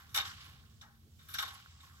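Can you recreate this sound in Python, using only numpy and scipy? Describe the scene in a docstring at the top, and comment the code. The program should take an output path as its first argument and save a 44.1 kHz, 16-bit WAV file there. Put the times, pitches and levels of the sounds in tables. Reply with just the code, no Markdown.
"""Pasture, two ports close to sheep. From the start a low rumble with two wavering tones drones far off under
the faint hiss of open air: coloured noise. A sheep snorts at about 0.15 s and again at 1.35 s: bursts of
turbulent noise ring the nose resonances, and slow breath trails off after each. Between and after them fall
faint nostril whistles and soft low stirs (narrow noise swells) and small ticks (dying sines)."""
import sys
import numpy as np
from scipy import signal
from scipy.fft import rfft, irfft
from scipy.io import wavfile

SR = 44100
rng = np.random.default_rng(int(sys.argv[2]) if len(sys.argv) > 2 else 0)


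def pcm_store(signal):
    """Save signal as 16-bit PCM."""
    levels = np.round(np.clip(np.atleast_2d(signal), -1, 1) * 32767)
    wavfile.write(sys.argv[1], SR, levels.astype(np.int16).T)


def convert_level_to_amplitude(level_db):
    """Map a level in decibels to its linear amplitude factor."""
    exponent = np.asarray(level_db, float) / 20
    return 10 ** exponent


N = 88200  # samples, 2 s
F = np.fft.rfftfreq(N, 1 / SR)  # Hz
T = np.arange(N) / SR  # s


def read(table):
    """A (frequency [Hz], value) table at every frequency, interpolated over log frequency."""
    hz, value = np.array(table, float).T
    return np.interp(np.log(F + 1), np.log(hz + 1), value)


def ring(hz, width_hz):
    """Response of one resonance, gain 1 at the centre."""
    s = 1j * F
    return s * width_hz / (s * s + s * width_hz + hz * hz)


def noise(shape):
    """Noise of a given spectral shape, rms 1."""
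    x = irfft(rfft(rng.standard_normal(N)) * shape, N)
    return x / x.std()


def walk(rate_hz):
    """Slow random drift, rms 1."""
    return noise(1 / (1 + (F / rate_hz) ** 2))


def noise_swells(rows, width_hz):
    """Short soft swells of narrow noise; rows: (time [s], centre [Hz], level [dB], length [s])."""
    out = np.zeros(N)
    for time_s, hz, level_db, length_s in rows:
        envelope = np.exp(-2 * ((T - time_s) / length_s) ** 2)
        out += convert_level_to_amplitude(level_db) * envelope * noise(ring(hz, width_hz) ** 2)
    return out


def ports(shared, unshared, balance, phase, likeness):
    """Two ports hear one sound with their own level and phase, and an unshared part of opposite sign."""
    like = np.clip(read(likeness), 0, 1)
    common = rfft(shared) * np.sqrt((1 + like) / 2)
    opposed = rfft(unshared) * np.sqrt((1 - like) / 2)
    tilt = convert_level_to_amplitude(read(balance) / 2) * np.exp(0.5j * phase)  # half of the difference to each port
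    left = irfft((common + opposed) * tilt, N)
    right = irfft((common - opposed) / tilt, N)
    return np.array([left, right])


def far_air():
    """Far rumble and air hiss: coloured noise swelling slowly as one, with two wavering tones in the rumble."""
    # air colour: (frequency [Hz], density [dB, relative])
    air_colour = [(20, -47), (40, -16), (60, -4.5), (85, -6.5), (130, -6.5), (190, -16), (260, -24.5),
                  (550, -34), (1300, -37.5), (2200, -44), (4000, -38.5), (9500, -41), (13000, -44),
                  (16000, -36)]
    # left over right: (frequency [Hz], level [dB])
    air_balance = [(60, 2), (200, -4), (700, 2), (3000, -15.5), (8000, -3.5), (15000, -5.5)]
    # likeness of the ports: (frequency [Hz], likeness [0-1])
    air_like = [(30, 0.33), (80, 0.92), (300, 0.78), (1400, 0.13), (8000, 0.037)]
    # tones: (centre [Hz], width of each of two cascaded resonances [Hz], level [dB, relative])
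    drone_tones = [(84.2, 15.6, -2.5), (223.3, 3.36, -16)]
    # overall gain: (time [s], level [dB])
    air_level = [(0.0, -65), (0.06, -60), (2.0, -61.5)]
    gain_db, swell_db, swell_rate_hz = -0.5, 1.67, 1.5

    octave = np.log2(F + 1)
    edges = np.clip(octave - 4, 0, 1) * np.clip(15 - octave, 0, 1)  # fades below 31 Hz and above 16.4 kHz
    colour = convert_level_to_amplitude(read(air_colour))
    gain = convert_level_to_amplitude(gain_db + swell_db * walk(swell_rate_hz))
    shared, unshared = [gain * irfft(rfft(noise(colour)) * edges, N) for _ in range(2)]
    for hz, width_hz, level_db in drone_tones:
        shared += convert_level_to_amplitude(level_db) * noise(ring(hz, width_hz) ** 2)
    level_db = np.interp(T, *np.array(air_level).T)
    return ports(shared, unshared, air_balance, 0, air_like) * convert_level_to_amplitude(level_db)


def breath_flow(part):
    """Strength of slow breath in one nose part (0 low nose .. 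4 throat), dB interpolated over time."""
    # slow breath between puffs: (time [s], level [dB], then offsets for
    # middle [dB], upper [dB], nostril hiss [dB], throat [dB])
    breath_rows = [(0, -58, -4.5, -4.5, -1, 1), (.12, -69.5, -3, -2, -8, 1), (.25, -46.5, -1, -5.5, -11, 3),
                   (.36, -61, 5, -0.5, -15, -1.5), (.46, -59.5, 3.5, -2, 0.5, -2),
                   (.56, -69, 4.5, -5, -5, 10.5), (.78, -78.5, 2.5, 9.5, -1, -11),
                   (.96, -83.5, 5, 2, 11.5, 0), (1.12, -90, 10, 18, 16, 2), (1.27, -71.5, 0, 6.5, 9, -28),
                   (1.45, -52.5, 1.5, -5, -26, 6), (1.54, -56, -1, -2, -4, 2.5),
                   (1.64, -66.5, 4, 2, -2, -1), (1.79, -69.5, 1, 6, -12, 4), (1.83, -66, 1, 5.5, 2.5, 5.5),
                   (2, -67.5, -2.5, 0, -1, 0)]
    times_s = [row[0] for row in breath_rows]
    levels_db = [row[1] + (row[1 + part] if part else 0) for row in breath_rows]
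    return convert_level_to_amplitude(np.interp(T, times_s, levels_db))


def puff_flow(part):
    """Strength of the puffs in one nose part: each rises fast and dies away; powers add."""
    # puffs: (time of full rise [s], level [dB], then offsets for
    # middle [dB], upper [dB], nostril hiss [dB], throat [dB]; decay t60 [s])
    puff_rows = [(0.092, -68, 0, 5, 5, -20, 0.9), (0.146, -37.5, 3, 4.5, 7.5, -6, 0.18),
                 (0.161, -36.5, 1, 4.5, 3, 4, 0.15), (0.176, -34, 7, 4, -15, 7, 0.13),
                 (0.199, -39.5, 2.5, -3, -26, 1.5, 0.16), (0.257, -49, -22, 2.5, -2.5, -23, 0.33),
                 (0.815, -59, 4, 7, -3, -1, 0.13), (0.826, -60, -12, -10, -26, 4, 0.5),
                 (1.192, -68.5, 4, 3, -22, -7, 0.51), (1.287, -58, 2, 4, 8, -7, 0.67),
                 (1.341, -40.5, 4.5, 5, 7, -3, 0.095), (1.351, -47.5, 5, 8.5, -10, -10, 0.17),
                 (1.386, -38, 1.5, 1.5, -2, -1, 0.29), (1.427, -34, -1, -2, -1.5, -2, 0.067),
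                 (1.481, -48, 2, 0, 1, 1, 0.13), (1.803, -71, 9, 9, -3, 3, 0.2)]
    rise_s = 0.005
    power = np.zeros(N)
    for row in puff_rows:
        level_db = row[1] + (row[1 + part] if part else 0)
        age_s = np.maximum(T - row[0] + rise_s, 0)
        shape = np.minimum(age_s / rise_s, 1) ** 2 * convert_level_to_amplitude(-60 * age_s / row[-1])
        power += (convert_level_to_amplitude(level_db) * shape) ** 2
    return np.sqrt(power)


def nose_air():
    """Turbulent air rings the nose; returns spectra-shaped puffs and breath, each (shared, unshared)."""
    # resonances in five parts: low nose, middle, upper, nostril hiss, throat; each
    # (centre [Hz], width of each of two cascaded stages in a puff [Hz], puff level [dB], breath level [dB])
    nose_parts = [
        [(1097, 73, 1, 1), (1282, 136, -0.5, -7.5), (1534, 356, 2, -2.5), (1857, 110, -1, -9)],
        [(2240, 456, -5.5, -9.5), (2970, 320, -3.5, -7.5), (3306, 250, -6, -9.5), (3681, 242, 3.5, -10),
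         (3986, 1370, -7.5, -8.5)],
        [(5020, 190, -13.5, -13), (5710, 900, -8, -13.5), (7460, 750, -12, -13)],
        [(10370, 5600, -29, -25), (11100, 5100, -16, -24.5), (12570, 1400, -9.5, -14.5),
         (14100, 3900, -22, -26)],
        [(358, 210, -20, -22), (642, 164, -14, -32.5), (804, 60, -3, -9.5), (950, 290, -9.5, -15)],
    ]
    turbulence_db, turbulence_hz = 1.6, 120  # flutter common to a part
    wander_db, wander_hz = 1.4, 25  # each resonance also swells and fades alone
    breath_widening = 1.88  # resonances are broader in slow breath
    gain_db, open_hz, open_width_hz = 15.5, 2820, 18700  # wide band passed by the open nostrils

    puffs, breath = np.zeros((2, 2, len(F)), complex)
    for part, resonances in enumerate(nose_parts):
        flutter = convert_level_to_amplitude(turbulence_db * walk(turbulence_hz))
        puff_strength, breath_strength = puff_flow(part), breath_flow(part)
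        for hz, width_hz, puff_db, breath_db in resonances:
            wander = flutter * convert_level_to_amplitude(wander_db * walk(wander_hz))
            puff_air = puff_strength * wander * rng.standard_normal((2, N))
            breath_air = breath_strength * wander * rng.standard_normal((2, N))
            puffs += convert_level_to_amplitude(puff_db) * ring(hz, width_hz) ** 2 * rfft(puff_air)
            breath += convert_level_to_amplitude(breath_db) * ring(hz, width_hz * breath_widening) ** 2 * rfft(breath_air)
    nostrils = convert_level_to_amplitude(gain_db) * ring(open_hz, open_width_hz)
    return irfft(puffs * nostrils, N), irfft(breath * nostrils, N)


def nostril_whistles():
    """Breathy nostril whistles, high and low: narrow noise swells."""
    # (time [s], centre [Hz], level [dB], length [s])
    whistle_rows = [(.45, 10200, -72, .03), (1.543, 10100, -62, .014), (.855, 830, -68, .035),
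                    (1.834, 1100, -63, .018), (1.877, 1100, -63, .02), (1.945, 1150, -66, .03)]
    return noise_swells(whistle_rows, width_hz=130)


def low_stirs():
    """Soft low stirs, perhaps hooves in the grass: narrow noise swells."""
    # (time [s], centre [Hz], level [dB], length [s])
    stir_rows = [(.49, 310, -71, .03), (1.07, 330, -70, .07)]
    return noise_swells(stir_rows, width_hz=113)


def dry_ticks():
    """Small dry ticks: sines that rise within one cycle and die away exponentially."""
    # (time [s], level [dB], frequency [Hz], decay t60 [s])
    tick_rows = [(.8122, -43, 3650, .03), (1.287, -54, 11000, .008), (1.31, -58, 10000, .008),
                 (1.6602, -37, 1450, .008)]
    out = np.zeros(N)
    for time_s, level_db, hz, t60_s in tick_rows:
        age_s = np.maximum(T - time_s, 0)
        envelope = np.minimum(age_s * hz, 1) * convert_level_to_amplitude(level_db - 60 * age_s / t60_s)
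        out += envelope * np.sin(2 * np.pi * hz * age_s)
    return out


def sheep():
    """Near sheep at the two ports; slow breath, whistles, stirs and ticks have their own balance."""
    # puffs, left over right: (frequency [Hz], level [dB])
    puff_balance = [(60, 6), (110, 0), (380, 0), (700, -2), (1290, 8.5), (2380, -3.5), (4400, 1), (8120, 4),
                    (15000, -6)]
    # breath and small sounds, left over right: (frequency [Hz], level [dB])
    breath_balance = [(300, 0.5), (1300, -0.5), (3500, -4.5), (8000, 3), (15000, -11)]
    # left against right, unwrapped below: (frequency [Hz], phase [rad])
    near_phase = [(300, -0.2), (1290, -1), (1810, -2.5), (3700, -2), (4740, -3.0), (6370, 0.5), (7750, 8),
                  (8610, 4.5), (9560, 10.5), (11500, 1), (12400, 4.5), (13300, -7.5), (14600, -14.5),
                  (15800, 9.5)]
    # likeness of the ports: (frequency [Hz], likeness [0-1])
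    near_like = [(200, 1), (1000, 0.86), (3000, 0.43), (6000, 0.11), (12000, 0.8)]

    hz, phase_rad = np.array(near_phase).T
    phase = read(np.transpose([hz, np.unwrap(phase_rad)]))
    puffs, breath = nose_air()
    small = nostril_whistles() + low_stirs() + dry_ticks()
    snort = ports(puffs[0], puffs[1], puff_balance, phase, near_like)
    soft = ports(breath[0] + small, breath[1], breath_balance, phase, near_like)
    return snort + soft


def scene():
    """The near sheep over the far air."""
    return far_air() + sheep()


def band_limit(x):
    """A steep low-pass at the top of the band."""
    return signal.sosfilt(signal.butter(12, 15850, fs=SR, output="sos"), x)


def record(dry):
    """The recorder cuts the top steeply above 15.78 kHz."""
    top_cut = signal.ellip(8, 0.2, 70, 15780, fs=SR, output="sos")  # ripple 0.2 dB, stop band -70 dB
    mix = signal.sosfilt(top_cut, dry)
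    return band_limit(mix)


dry = scene()
out = record(dry)
pcm_store(out)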